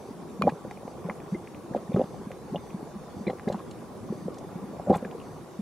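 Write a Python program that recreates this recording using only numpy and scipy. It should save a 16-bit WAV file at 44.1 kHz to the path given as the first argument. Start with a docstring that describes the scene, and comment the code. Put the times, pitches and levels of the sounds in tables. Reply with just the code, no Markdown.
"""At the rim of a small geothermal vent outdoors, hot muddy water is heard boiling at the bottom.
Gas pockets gulp and whoop, made of swelling sine tones; bubbles plop and pop in clusters with froth and drops.
Splashes throw noisy spray; many small bubbles simmer over a deep blur, under a faint hiss of filtered noise.
The throat rings and the rock echoes; the camera adds a knock, a thin whine and short lens motor buzzes."""
import sys
import numpy as np
from scipy import signal
from scipy.fft import rfft, irfft
from scipy.io import wavfile
from scipy.ndimage import uniform_filter1d

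SR = 44100
rng = np.random.default_rng(int(sys.argv[2]) if len(sys.argv) > 2 else 0)


def file_out(sig):
    """Save sig as 16-bit WAV at sys.argv[1]."""
    # one column per channel
    cols = np.atleast_2d(sig).T
    # limit, then scale
    lim = np.clip(cols, -1, 1)
    pcm = np.round(lim * 32767).astype(np.int16)
    wavfile.write(sys.argv[1], SR, pcm)


N = 247401
TIME = np.arange(N) / SR


def gain_of(db):
    """Turns decibels into amplitude."""
    return 10 ** (np.asarray(db) / 20)


def evened(x):
    """Scales a signal to an rms level of 1."""
    return x / np.sqrt(np.mean(x ** 2) + 1e-20)


def read_curve(points, hz):
    """Joins (pitch [Hz], value) points with straight lines on a log-frequency axis."""
    f, value = np.transpose(points)
    return np.interp(np.log(hz + 1), np.log(f + 1), value)


def add(mix, s, sound):
    """Mixes a sound in, starting at time s."""
    part = mix[max(0, round(s * SR)):][:len(sound)]
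    part += sound[:len(part)]


def bubble(hz, swell, glide, delay=0):
    """A pocket of gas rings for a few cycles, swelling and dying; its pitch climbs as it surfaces."""
    t = np.maximum(np.arange(int(8 * swell * SR) + 2) / SR - delay, 0)
    u = t / swell  # 1 at the loudest moment, where the pitch is exactly hz
    envelope = (u * np.exp(1 - u)) ** 2
    return envelope * np.sin(2 * np.pi * hz * t * (1 + glide * (u - 2)))


def bubbles(rows, glide):
    """Plays bubbles given as (time [s], level [dB], pitch [Hz], swell time [s])."""
    out = np.zeros(N)
    for s, db, hz, swell in rows:
        start = np.floor(s * SR) / SR
        delay = s - start  # the part of a sample left over
        add(out, start, gain_of(db) * bubble(hz, max(swell, 10 / SR), glide, delay))
    return out


def swarm(per_s, low_hz, high_hz, cycles, spread_db, tilt_db=0, count=40):
    """Countless bubbles of many sizes, each size arriving at random; tilt in dB per octave."""
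    out = np.zeros(N)
    for hz in np.geomspace(low_hz, high_hz, count):
        chance, size = rng.random(N), rng.standard_normal(N)
        swell = cycles * rng.uniform(0.22, 1.87) / hz
        ring = gain_of(tilt_db * np.log2(hz / low_hz)) * bubble(hz, swell, 0.012)
        for k in np.flatnonzero(chance < per_s / count / SR):
            add(out, k / SR, gain_of(spread_db * min(size[k], 2)) * ring)
    return evened(out)


def noise(colour, likeness, patchy_db):
    """Stereo noise: random waves shaped by a colour curve, with patches that drift in time and pitch."""
    hz = np.fft.rfftfreq(2048, 1 / SR)
    a, b, c, d, patches = rng.standard_normal((5, len(hz), N // 512 + 5))
    patches = uniform_filter1d(patches, size=12, axis=0)
    patches = evened(uniform_filter1d(patches, size=4, axis=1))
    same = np.clip(read_curve(likeness, hz), -1, 1)[:, None]
    left = a + 1j * b
    right = same * left + np.sqrt(1 - same ** 2) * (c + 1j * d)
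    spectrum = np.array([left, right])
    spectrum *= gain_of(read_curve(colour, hz)[:, None] + patchy_db * patches)
    return evened(signal.istft(spectrum, nperseg=2048, noverlap=1536)[1][:, :N])


# how hard the water boils, only lightly followed by the sound: (time [s], vigour [dB])
VIGOUR = [(0.0, -36.5), (0.94, -33), (1.05, -14), (1.4, -32), (2.08, -25.5), (3.05, -30.5), (3.5, -25),
          (3.88, -30), (4.97, -17), (5.61, -38.5)]


def boil_strength(follow=0.12):
    """The boil grows louder and softer by a small share of its vigour in dB."""
    s, db = np.transpose(VIGOUR)
    return gain_of(follow * np.interp(TIME, s, db - np.median(db)))


def simmer():
    """The steady boil: many small bubbles ring at random as low murmurs, plops and fizz."""
    murmur = gain_of(-53) * swarm(per_s=110, low_hz=142.3, high_hz=246, cycles=1.73, spread_db=1.0)
    bubbling = gain_of(-50) * swarm(per_s=300, low_hz=300, high_hz=680, cycles=1.3, spread_db=3.3)
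    small = gain_of(-57) * swarm(per_s=400, low_hz=727, high_hz=1155, cycles=1.65, spread_db=2.5)
    fizz = gain_of(-63.5) * swarm(per_s=500, low_hz=1170, high_hz=2900, cycles=2.2, spread_db=3.5, tilt_db=-6)
    return murmur + bubbling + small + fizz


# tone of the deep blur: (pitch [Hz], relative level per Hz [dB])
WASH_COLOUR = [(15, -50), (28, -36), (40, -13), (80, -5), (130, -2), (190, 0), (280, -0.5), (470, -5.5),
               (750, -10), (1100, -12.5), (1500, -24.5), (2300, -27.5), (3500, -43.5), (8000, -47)]
# how alike the blur is at the two ears: (pitch [Hz], left-right correlation [-1 to 1])
WASH_LIKENESS = [(30, 0.34), (130, 0.62), (600, 0.76), (1400, 0.39), (3000, 0.46)]


def deep_wash():
    """Deep boiling blurs into low, patchy noise."""
    return gain_of(-44) * noise(WASH_COLOUR, WASH_LIKENESS, patchy_db=2.5)


# tone of the hiss: (pitch [Hz], relative level per Hz [dB])
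HISS_COLOUR = [(300, -46), (1500, -7), (3500, 6.5), (5000, 2.5), (6200, 5), (8500, 2.5), (9400, 6),
               (10200, 2), (12000, 4.5), (14000, -14), (16000, -42)]
# how alike the hiss is at the two ears: (pitch [Hz], left-right correlation [-1 to 1])
HISS_LIKENESS = [(1500, -0.32), (3500, 0.3), (6000, 0.36), (9000, -0.3), (15000, -0.62)]


def faint_hiss():
    """A faint, patchy hiss of noise lies over the boil, slightly louder on the right."""
    return gain_of(-61) * noise(HISS_COLOUR, HISS_LIKENESS, patchy_db=3.0) * gain_of([[-.7], [.7]])


# short spells of the lens motor: (time at the centre [s], half length [s])
MOTOR_SPELLS = [(.05, .068), (.9, .03), (1.323, .03), (2.11, .1), (2.65, .04), (3.197, .045), (4.177, .074),
                (5.3, .08)]
# how strongly the motor buzzes at each pitch: (pitch [Hz], relative level [dB])
MOTOR_COLOUR = [(3500, -18), (4200, -9), (4700, 2), (5100, -20), (5400, -30), (6000, -0.5), (6300, -2),
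                (6800, -42), (7800, -7), (9000, -20), (11200, -15), (12500, -27)]


def lens_motor(level_db=-66, step_hz=300):
    """A stepping motor buzzes on whole multiples of its step rate, in short smooth-edged spells."""
    buzz = np.zeros(N)
    for hz in np.arange(12, 41) * step_hz:
        buzz += gain_of(read_curve(MOTOR_COLOUR, hz)) * np.sin(2 * np.pi * (hz * TIME + rng.random()))
    running = np.zeros(N)
    for s, half in MOTOR_SPELLS:
        running += 1 / (1 + ((TIME - s) / half) ** 8)
    return gain_of(level_db) * running * evened(buzz) * np.ones((2, 1))


# thin tones of the camera: (pitch [Hz], rms level [dB], phase of left ahead of right [radians])
WHINE_TONES = [(3585, -79, .5), (4490, -83, 1), (4680, -80, 1.8), (4800, -80, 2), (5243, -81, 1),
               (5383, -79, 1), (6002, -83, 1), (7187, -84, 1), (9265, -80, 2.2), (9362, -74, 2.3),
               (9458, -79, 2.4), (10550, -81, 2.8), (11700, -81, 2.8)]


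def camera_whine(waver_hz=4):
    """Faint steady tones waver slightly in pitch, at a different phase in each ear."""
    out = np.zeros((2, N))
    for hz, db, phase in WHINE_TONES:
        waver = waver_hz * evened(uniform_filter1d(rng.standard_normal(N), size=2000))
        turns = np.cumsum(hz + waver) / SR
        out += gain_of(db) * np.sqrt(2) * np.sin(2 * np.pi * turns + np.array([[phase], [0]]))
    return out


# bubbles opening at the surface, alone or in quick clusters:
# (time [s], level before the mix [dB], pitch [Hz], swell time [s])
PLOP_BUBBLES = [(.087, -33.5, 404, 0.0031), (0.4137, -23, 443, 0.0017), (.423, -38, 630, 0.0053),
                (0.4377, -24, 630, 0.003), (0.45, -27, 427, 0.0017), (.461, -27, 557, 0.0021),
                (0.4696, -13.5, 566, 0.0042), (.472, -20.5, 785, 0.0027), (.478, -13.5, 616, 0.0016),
                (.481, -20, 850, 0.0026), (.5207, -31, 463, 0.0015), (0.6482, -31.5, 544, 0.0026),
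                (0.7107, -33.5, 790, 0.0016), (.831, -35.5, 620, 0.0026), (0.8778, -28, 550, 0.0011),
                (1.041, -40, 1070, 0.0016), (1.0865, -28, 560, 0.0031), (1.096, -29, 930, 0.0013),
                (1.11, -31, 810, 0.001), (1.347, -28.5, 345, 0.0041), (1.361, -40, 630, 0.0059),
                (1.721, -32.5, 536, 0.0024), (1.7474, -17.5, 640, 0.002), (1.761, -21.5, 560, 0.0032),
                (1.918, -30, 516, 0.0027), (1.945, -24, 475, 0.0018), (1.9605, -22.5, 610, 0.0032),
                (1.968, -20.5, 392, 0.0044), (1.969, -35, 870, 0.0024), (1.984, -28, 460, 0.0024),
                (1.994, -16.5, 520, 0.0025), (1.999, -32, 750, 0.0018), (2.006, -21, 566, 0.003),
                (2.0138, -16.5, 610, 0.0026), (2.021, -39, 720, .002), (2.039, -31, 550, 0.00083),
                (2.143, -35, 680, 0.0018), (2.306, -32, 550, 0.0022), (2.546, -23, 590, 0.002),
                (2.557, -24, 610, 0.0025), (2.556, -40, 837, 0.0063), (3.267, -26.5, 343, 0.0052),
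                (3.268, -36, 830, .0015), (3.277, -25, 516, 0.0033), (3.291, -32, 554, 0.0042),
                (3.2972, -21, 560, 0.0016), (3.305, -26, 590, 0.0014), (3.332, -29.5, 490, 0.0016),
                (3.472, -27, 419, 0.0058), (3.4755, -31, 706, 0.0022), (3.483, -25.5, 605, 0.0026),
                (3.4997, -20, 580, 0.0026), (3.5195, -30.5, 634, 0.0021), (3.5448, -26.5, 770, 0.00077),
                (3.578, -37.5, 644, 0.0032), (4.089, -38.5, 1090, 0.0021), (4.1241, -24.5, 358, 0.0024),
                (4.281, -24, 483, 0.0025), (4.7324, -35, 620, 0.003), (4.7971, -26, 656, 0.002),
                (4.871, -24.5, 584, .004), (4.88, -25.5, 633, 0.0045), (4.8961, -17, 470, 0.0024),
                (4.8975, -17.5, 645, 0.0059), (4.903, -17.5, 361, 0.0033), (4.905, -17.5, 750, 0.0023),
                (4.9135, -13, 516, 0.0025), (4.924, -22, 565, 0.0038), (4.929, -24, 820, 0.0031),
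                (4.937, -30.5, 1045, 0.0037), (4.948, -23.5, 806, 0.0024), (4.96, -21.5, 567, 0.00092),
                (4.965, -39, 786, 0.0017), (5.025, -30.5, 520, 0.0038), (5.0518, -27, 417, 0.0012),
                (5.147, -34.5, 464, 0.0054)]


def plopping(overtone=1.2, overtone_db=-14):
    """Each opening bubble sounds its pitch and one weaker, higher partial."""
    overtones = [(s, db + overtone_db, hz * overtone, swell) for s, db, hz, swell in PLOP_BUBBLES]
    return bubbles(PLOP_BUBBLES + overtones, glide=0.0061)


def froth(bursts, level_db=-20, settle_s=0.024):
    """Each burst tears off smaller bubbles, which die away just after it."""
    keep = np.exp(-1 / (settle_s * SR))
    stir = np.sqrt(signal.lfilter([1 - keep], [1, -keep], bursts ** 2))  # loudness that lingers
    return gain_of(level_db) * stir * swarm(per_s=560, low_hz=404, high_hz=1294, cycles=7.2, spread_db=2.5)


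# large gas pockets swelling under the surface: (time [s], level [dB], pitch [Hz], swell time [s])
GULP_POCKETS = [(.1057, -30.5, 236, 0.0054), (.392, -24.5, 201, 0.0085), (.416, -25, 180.4, 0.014),
                (.436, -19.5, 204, 0.0037), (.447, -19, 191.3, 0.0085), (.47, -26, 225, 0.0024),
                (.49, -23.5, 227, 0.0032), (.52, -32.5, 162, 0.0096), (.85, -31.5, 225, 0.0035),
                (1.044, -27, 175, 0.011), (1.096, -29, 198, 0.0083), (1.7088, -26.5, 190, 0.0033),
                (1.748, -29.5, 220, 0.012), (1.942, -14, 165, .0047), (1.959, -20, 185, 0.0043),
                (1.975, -20, 211, 0.0077), (1.992, -30, 210, .006), (2.038, -29, 186, 0.0045),
                (2.267, -28, 210, 0.0052), (2.553, -30, 180, 0.0079), (2.741, -24.5, 193, 0.0068),
                (2.828, -26.5, 260, 0.0021), (2.952, -32.5, 204, 0.011), (3.166, -28, 190, 0.0032),
                (3.2048, -28, 215, 0.0072), (3.266, -21.5, 201, 0.011), (3.287, -29.5, 170, 0.01),
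                (3.47, -19, 210, 0.0049), (3.518, -31, 195, 0.011), (3.541, -24.5, 197, 0.0094),
                (4.219, -32, 185, 0.0065), (4.2537, -25, 188, 0.0078), (4.551, -28.5, 178, 0.0078),
                (4.616, -33.5, 207, 0.01), (4.6365, -26, 208, 0.0044), (4.875, -25.5, 182, 0.011),
                (4.896, -13, 205.5, 0.0063), (4.912, -20, 213, 0.0039), (4.924, -26.5, 172, 0.011),
                (4.954, -26, 177, 0.0089), (5.021, -29.5, 225, 0.0062), (5.049, -33, 190.5, 0.012),
                (5.588, -24.5, 210, 0.0086)]


def gulping(shove_db=-8, shove_hz=220, shove_swell_s=0.0034):
    """Low gulps: pockets on their own, and a soft one where each plop shoves the gas beneath it."""
    shoved = []
    for s, db, *_ in PLOP_BUBBLES:
        hz = shove_hz * rng.uniform(0.49, 1.62)
        shoved.append((s, db + shove_db, hz, shove_swell_s))
    return bubbles(GULP_POCKETS + shoved, glide=0.0026)


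# air tones of the vent's throat: (pitch [Hz], relative level [dB], time to fade by 60 dB [s])
THROAT_MODES = [(201, 5, 0.099), (370, -3, 0.045), (522, 1, 0.065), (660, -6, 0.05), (855, -5, 0.08),
                (1130, -10, 0.04)]


def throat(x, ring_db=-13):
    """The air in the hole rings on after each bubble, on a few fading tones."""
    t = np.arange(SR // 4) / SR
    ring = np.zeros(len(t))
    for hz, db, t60 in THROAT_MODES:
        ring += gain_of(db - 60 * t / t60) * np.sin(2 * np.pi * hz * t)
    ring /= abs(rfft(ring)).max()  # the strongest tone has a gain of 1
    return gain_of(ring_db) * signal.oaconvolve(x, ring)[:N]


def walls(x, t60):
    """Quick scattered echoes from the rough rock; they all leave by the one opening."""
    t = np.arange(SR // 5) / SR
    bounces = rng.standard_normal(len(t)) * (rng.random(len(t)) < .1) * (t > .002)
    taps = bounces * gain_of(-60 * t / t60)
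    return signal.oaconvolve(x, taps / np.linalg.norm(taps))[:N]


# ringing tones of a light knock on the camera body:
# (pitch [Hz], level before rise and panning [dB], time to fade by 60 dB [s], left minus right [dB])
KNOCK_TONES = [(1130, -10.5, 0.016, 6), (1260, -19, 0.01, -15), (1820, -20, 0.0089, -2),
               (2150, -21, 0.0099, -11), (2930, -29, 0.014, -6), (3300, -48, 0.06, 4),
               (2400, -33.5, 0.082, -12), (2480, -27, 0.0042, -9), (4080, -24.5, 0.0071, -2),
               (4370, -27.5, 0.0076, -7), (6750, -32, 0.0058, -6), (10200, -25.5, 0.0038, -5),
               (13000, -35, .004, 0)]


def knock(at_s=.4211, rise_s=0.00071):
    """A hard tick rings the casing, unequally at the two microphones."""
    out, t = np.zeros((2, N)), np.arange(SR // 6) / SR
    for hz, db, t60, pan_db in KNOCK_TONES:
        for ear, side in zip(out, (1, -1)):
            level = gain_of(db + side * pan_db / 2 - 60 * t / t60) * (1 - np.exp(-t / rise_s))
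            add(ear, at_s, level * np.sin(2 * np.pi * hz * t + side * 0.61))
    return out


# snapping films and landing droplets: (time [s], level before the mix [dB], pitch [Hz], swell time [s])
POP_BUBBLES = [(0.49, -33, 1430, 0.00046), (0.4926, -27.5, 1640, 0.0012), (.49, -49, 3930, 0.0016),
               (.498, -32, 2470, .0012), (0.7108, -29, 2020, 0.00062), (.773, -40.5, 2290, 0.001),
               (.8784, -42.5, 2150, 0.00097), (1.0977, -21.5, 2060, 0.00098), (1.099, -24.5, 1170, .001),
               (1.0995, -48, 3000, 0.0011), (1.202, -41, 2310, 0.00095), (1.474, -32, 2190, 0.00056),
               (1.5468, -34.5, 2380, 0.00052), (1.737, -36, 1650, 0.0011), (1.9185, -45, 2350, 0.00093),
               (1.932, -45, 3600, .0015), (1.9327, -45, 2300, 0.0011), (1.94, -43, 3420, 0.002),
               (1.9414, -34.5, 2317, 0.00066), (1.963, -25, 1180, 0.00087), (1.97, -33, 1180, 0.0023),
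               (1.994, -42, 1480, .001), (2.015, -44, 3500, 0.0011), (2.016, -46, 2750, .0017),
               (2.317, -26.5, 2040, 0.0003), (2.559, -30, 3000, 0.00094), (2.5815, -35, 1700, 0.00034),
               (2.705, -38.5, 2410, 0.00071), (3.267, -31, 2280, 0.0019), (3.272, -39, 3560, 0.0011),
               (3.28, -27.5, 2130, 0.0017), (3.3, -30.5, 1960, 0.0011), (3.301, -37.5, 3200, 0.00073),
               (3.3855, -37, 1848, 0.00062), (3.3966, -25.5, 1478, 0.00033), (3.475, -35, 1720, 0.0028),
               (3.479, -36.5, 2040, 0.0023), (3.487, -37, 3850, 0.0011), (3.522, -44, 1760, 0.0047),
               (3.526, -37, 3800, 0.00042), (3.547, -45, 1380, 0.00077), (3.59, -34, 1100, 0.0018),
               (3.602, -30, 1120, 0.0016), (4.941, -30.5, 2050, 0.00093), (4.949, -33.5, 2290, 0.0013),
               (4.945, -28, 1310, 0.0011), (4.981, -41, 2260, .001), (5.048, -29.5, 1640, .0016),
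               (5.048, -36, 2400, 0.001), (5.1125, -32, 2616, 0.00025), (5.2004, -37.5, 2780, 0.00068),
               (5.215, -41, 2650, .0009)]
# splashes as clusters of bubbles burst: (time at the centre [s], half length [s], level before the mix [dB])
SPLASH_BURSTS = [(.434, 0.0073, -47), (0.479, 0.0077, -40), (0.497, 0.0072, -37), (1.12, 0.012, -58),
                 (1.766, 0.0085, -41.5), (1.966, 0.0076, -43.5), (1.992, 0.0075, -43), (2.01, 0.0073, -52),
                 (2.04, .005, -47), (3.281, 0.0097, -46), (3.303, 0.0066, -42), (3.481, 0.0064, -44),
                 (3.51, .008, -47), (3.527, 0.01, -43), (3.56, .01, -50), (3.594, 0.014, -49),
                 (4.904, 0.011, -41.5), (4.947, .014, -34), (4.956, 0.0084, -40), (4.99, .008, -49),
                 (5.055, .005, -44)]


def popping(low_hz=1014, high_hz=4430, swell_cycles=1.53, per_s=1500):
    """Films snap, and every splash flings ringing droplets; the higher ones tend to be fainter."""
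    level_db, tilt_db, scatter_db = -2.5, -3.5, 3.5  # over the spray; per octave; random spread
    droplets = []
    for s, half, db in SPLASH_BURSTS:
        for _ in range(min(64, round(2 * half * per_s))):
            when, loud = rng.standard_normal(2)
            hz = low_hz * (high_hz / low_hz) ** rng.random()
            level = db + level_db + tilt_db * np.log2(hz / low_hz) + scatter_db * loud
            droplets.append((s + when * half / np.sqrt(2), level, hz, swell_cycles / hz))
    return bubbles(POP_BUBBLES + droplets, glide=0.012)


# thin spits of steam: (time at the centre [s], level before the mix [dB], brightness [dB per octave])
STEAM_SPITS = [(.712, -51, 2), (1.1005, -41, -11), (2.319, -52, 4), (3.299, -47, -6), (3.488, -40.5, -3),
               (3.527, -42.5, -2), (3.713, -42.5, -0.5), (4.345, -51, 0), (4.386, -43, 0.5),
               (4.958, -42.5, 21), (4.97, -43.5, 18)]


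def showers():
    """Spray from splashes, pops and steam: (time [s], level [dB], half length [s], dB per octave)."""
    thrown = [(s, db, half, -4) for s, half, db in SPLASH_BURSTS]
    puffed = [(s + swell, db - 34, 0.0048, -4) for s, db, _, swell in POP_BUBBLES]
    spat = [(s, db, 0.0028, bright) for s, db, bright in STEAM_SPITS]
    return thrown + puffed + spat


# tone of the spray before each shower's own slope: (pitch [Hz], relative level [dB])
SPRAY_TONE = [(500, -9.5), (1200, -21), (2100, -7), (3000, -5), (4200, -3), (5500, -5.5), (7500, -3.5),
              (11000, -20), (16000, -41)]


def spray(grain_db=4, size=8192):
    """A torn film scatters into a short shower of tiny ticks: uneven noise that swells and fades."""
    out, hz = np.zeros(N), np.fft.rfftfreq(size, 1 / SR)
    t = (np.arange(size) - size / 2) / SR
    for s, db, half, bright in showers():
        ticks = evened(rng.standard_normal(size) * gain_of(grain_db * rng.standard_normal(size)))
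        colour = evened(gain_of(read_curve(SPRAY_TONE, hz) + bright * np.log2(hz + 1)))
        shower = irfft(rfft(ticks * np.exp(-(t / half) ** 2)) * colour)
        add(out, s + t[0], gain_of(db) * shower)
    return out


# bubbles that whoop upward in pitch:
# (time [s], level [dB], first pitch [Hz], last pitch [Hz], swell time [s], length [s])
WHOOP_BUBBLES = [(1.319, -21.5, 173.5, 795, 0.011, 0.089), (1.888, -26, 165, 490, 0.01, 0.035),
                 (2.518, -26.5, 147, 623, 0.012, 0.0288), (4.098, -22.5, 169, 520, 0.009, 0.039)]


def whooping(bend=1.64):
    """A bubble rises through the last of the mud, and its note climbs as the layer above it thins."""
    out = np.zeros(N)
    for s, db, first_hz, last_hz, swell, length in WHOOP_BUBBLES:
        t = np.arange(0, length, 1 / SR)
        hz = first_hz * (last_hz / first_hz) ** ((t / length) ** bend)  # slowly at first, then fast
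        level = (t / swell * np.exp(1 - t / swell)) ** 2 * (1 - (t / length) ** 10)
        add(out, s, gain_of(db) * level * np.sin(2 * np.pi * np.cumsum(hz) / SR))
    return out


# tiny trapped bubbles that ring on:
# (time [s], level before the soft rise [dB], pitch [Hz], time to fade by 60 dB [s])
DRIP_BUBBLES = [(1.3455, -37, 2085, .045), (2.558, -34, 2900, .022), (2.56, -39, 3500, .024),
                (3.27, -35, 2290, .03), (3.271, -41, 4030, .03), (3.281, -36, 2090, .034),
                (3.295, -49, 4100, .04), (4.939, -47, 3480, .09)]


def drips(rise_s=0.001):
    """Small bubbles pinch off under water and ring on one pitch."""
    out, t = np.zeros(N), np.arange(SR // 5) / SR
    for s, db, hz, t60 in DRIP_BUBBLES:
        level = gain_of(db - 60 * t / t60) * (1 - np.exp(-t / rise_s))
        add(out, s, level * np.sin(2 * np.pi * hz * t))
    return out


def scene():
    """The vent's bubbles sound from straight ahead, with the hiss and the small noises of the camera."""
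    strength = boil_strength()
    wash = strength * deep_wash()
    gulps = gulping() + whooping()
    bursts = gain_of(2.5) * plopping()
    plops = bursts + froth(bursts) + strength * simmer()
    pops = gain_of(-5) * popping() + drips()
    mist = gain_of(-5) * spray()
    echoes = gain_of(-5) * walls(plops, t60=0.033)
    echoes += gain_of(-5) * walls(pops, t60=0.032)
    echoes += gain_of(-7) * walls(mist, t60=0.043)
    vent = gulps + plops + pops + mist + throat(plops + pops) + echoes
    camera = knock() + lens_motor() + camera_whine()
    return vent + wash + faint_hiss() + camera


def record(dry, low_cut_hz=36, edge_hz=15800):
    """The recorder's low cut removes rumble, and its band limit removes the highest treble."""
    low_cut = signal.butter(3, low_cut_hz, "high", fs=SR, output="sos")
    dry = signal.sosfilt(low_cut, dry)
    band_limit = signal.firwin(511, edge_hz, window=("kaiser", 9), fs=SR)
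    return signal.oaconvolve(dry, band_limit[None], "same")


dry = scene()
out = record(dry)
file_out(out)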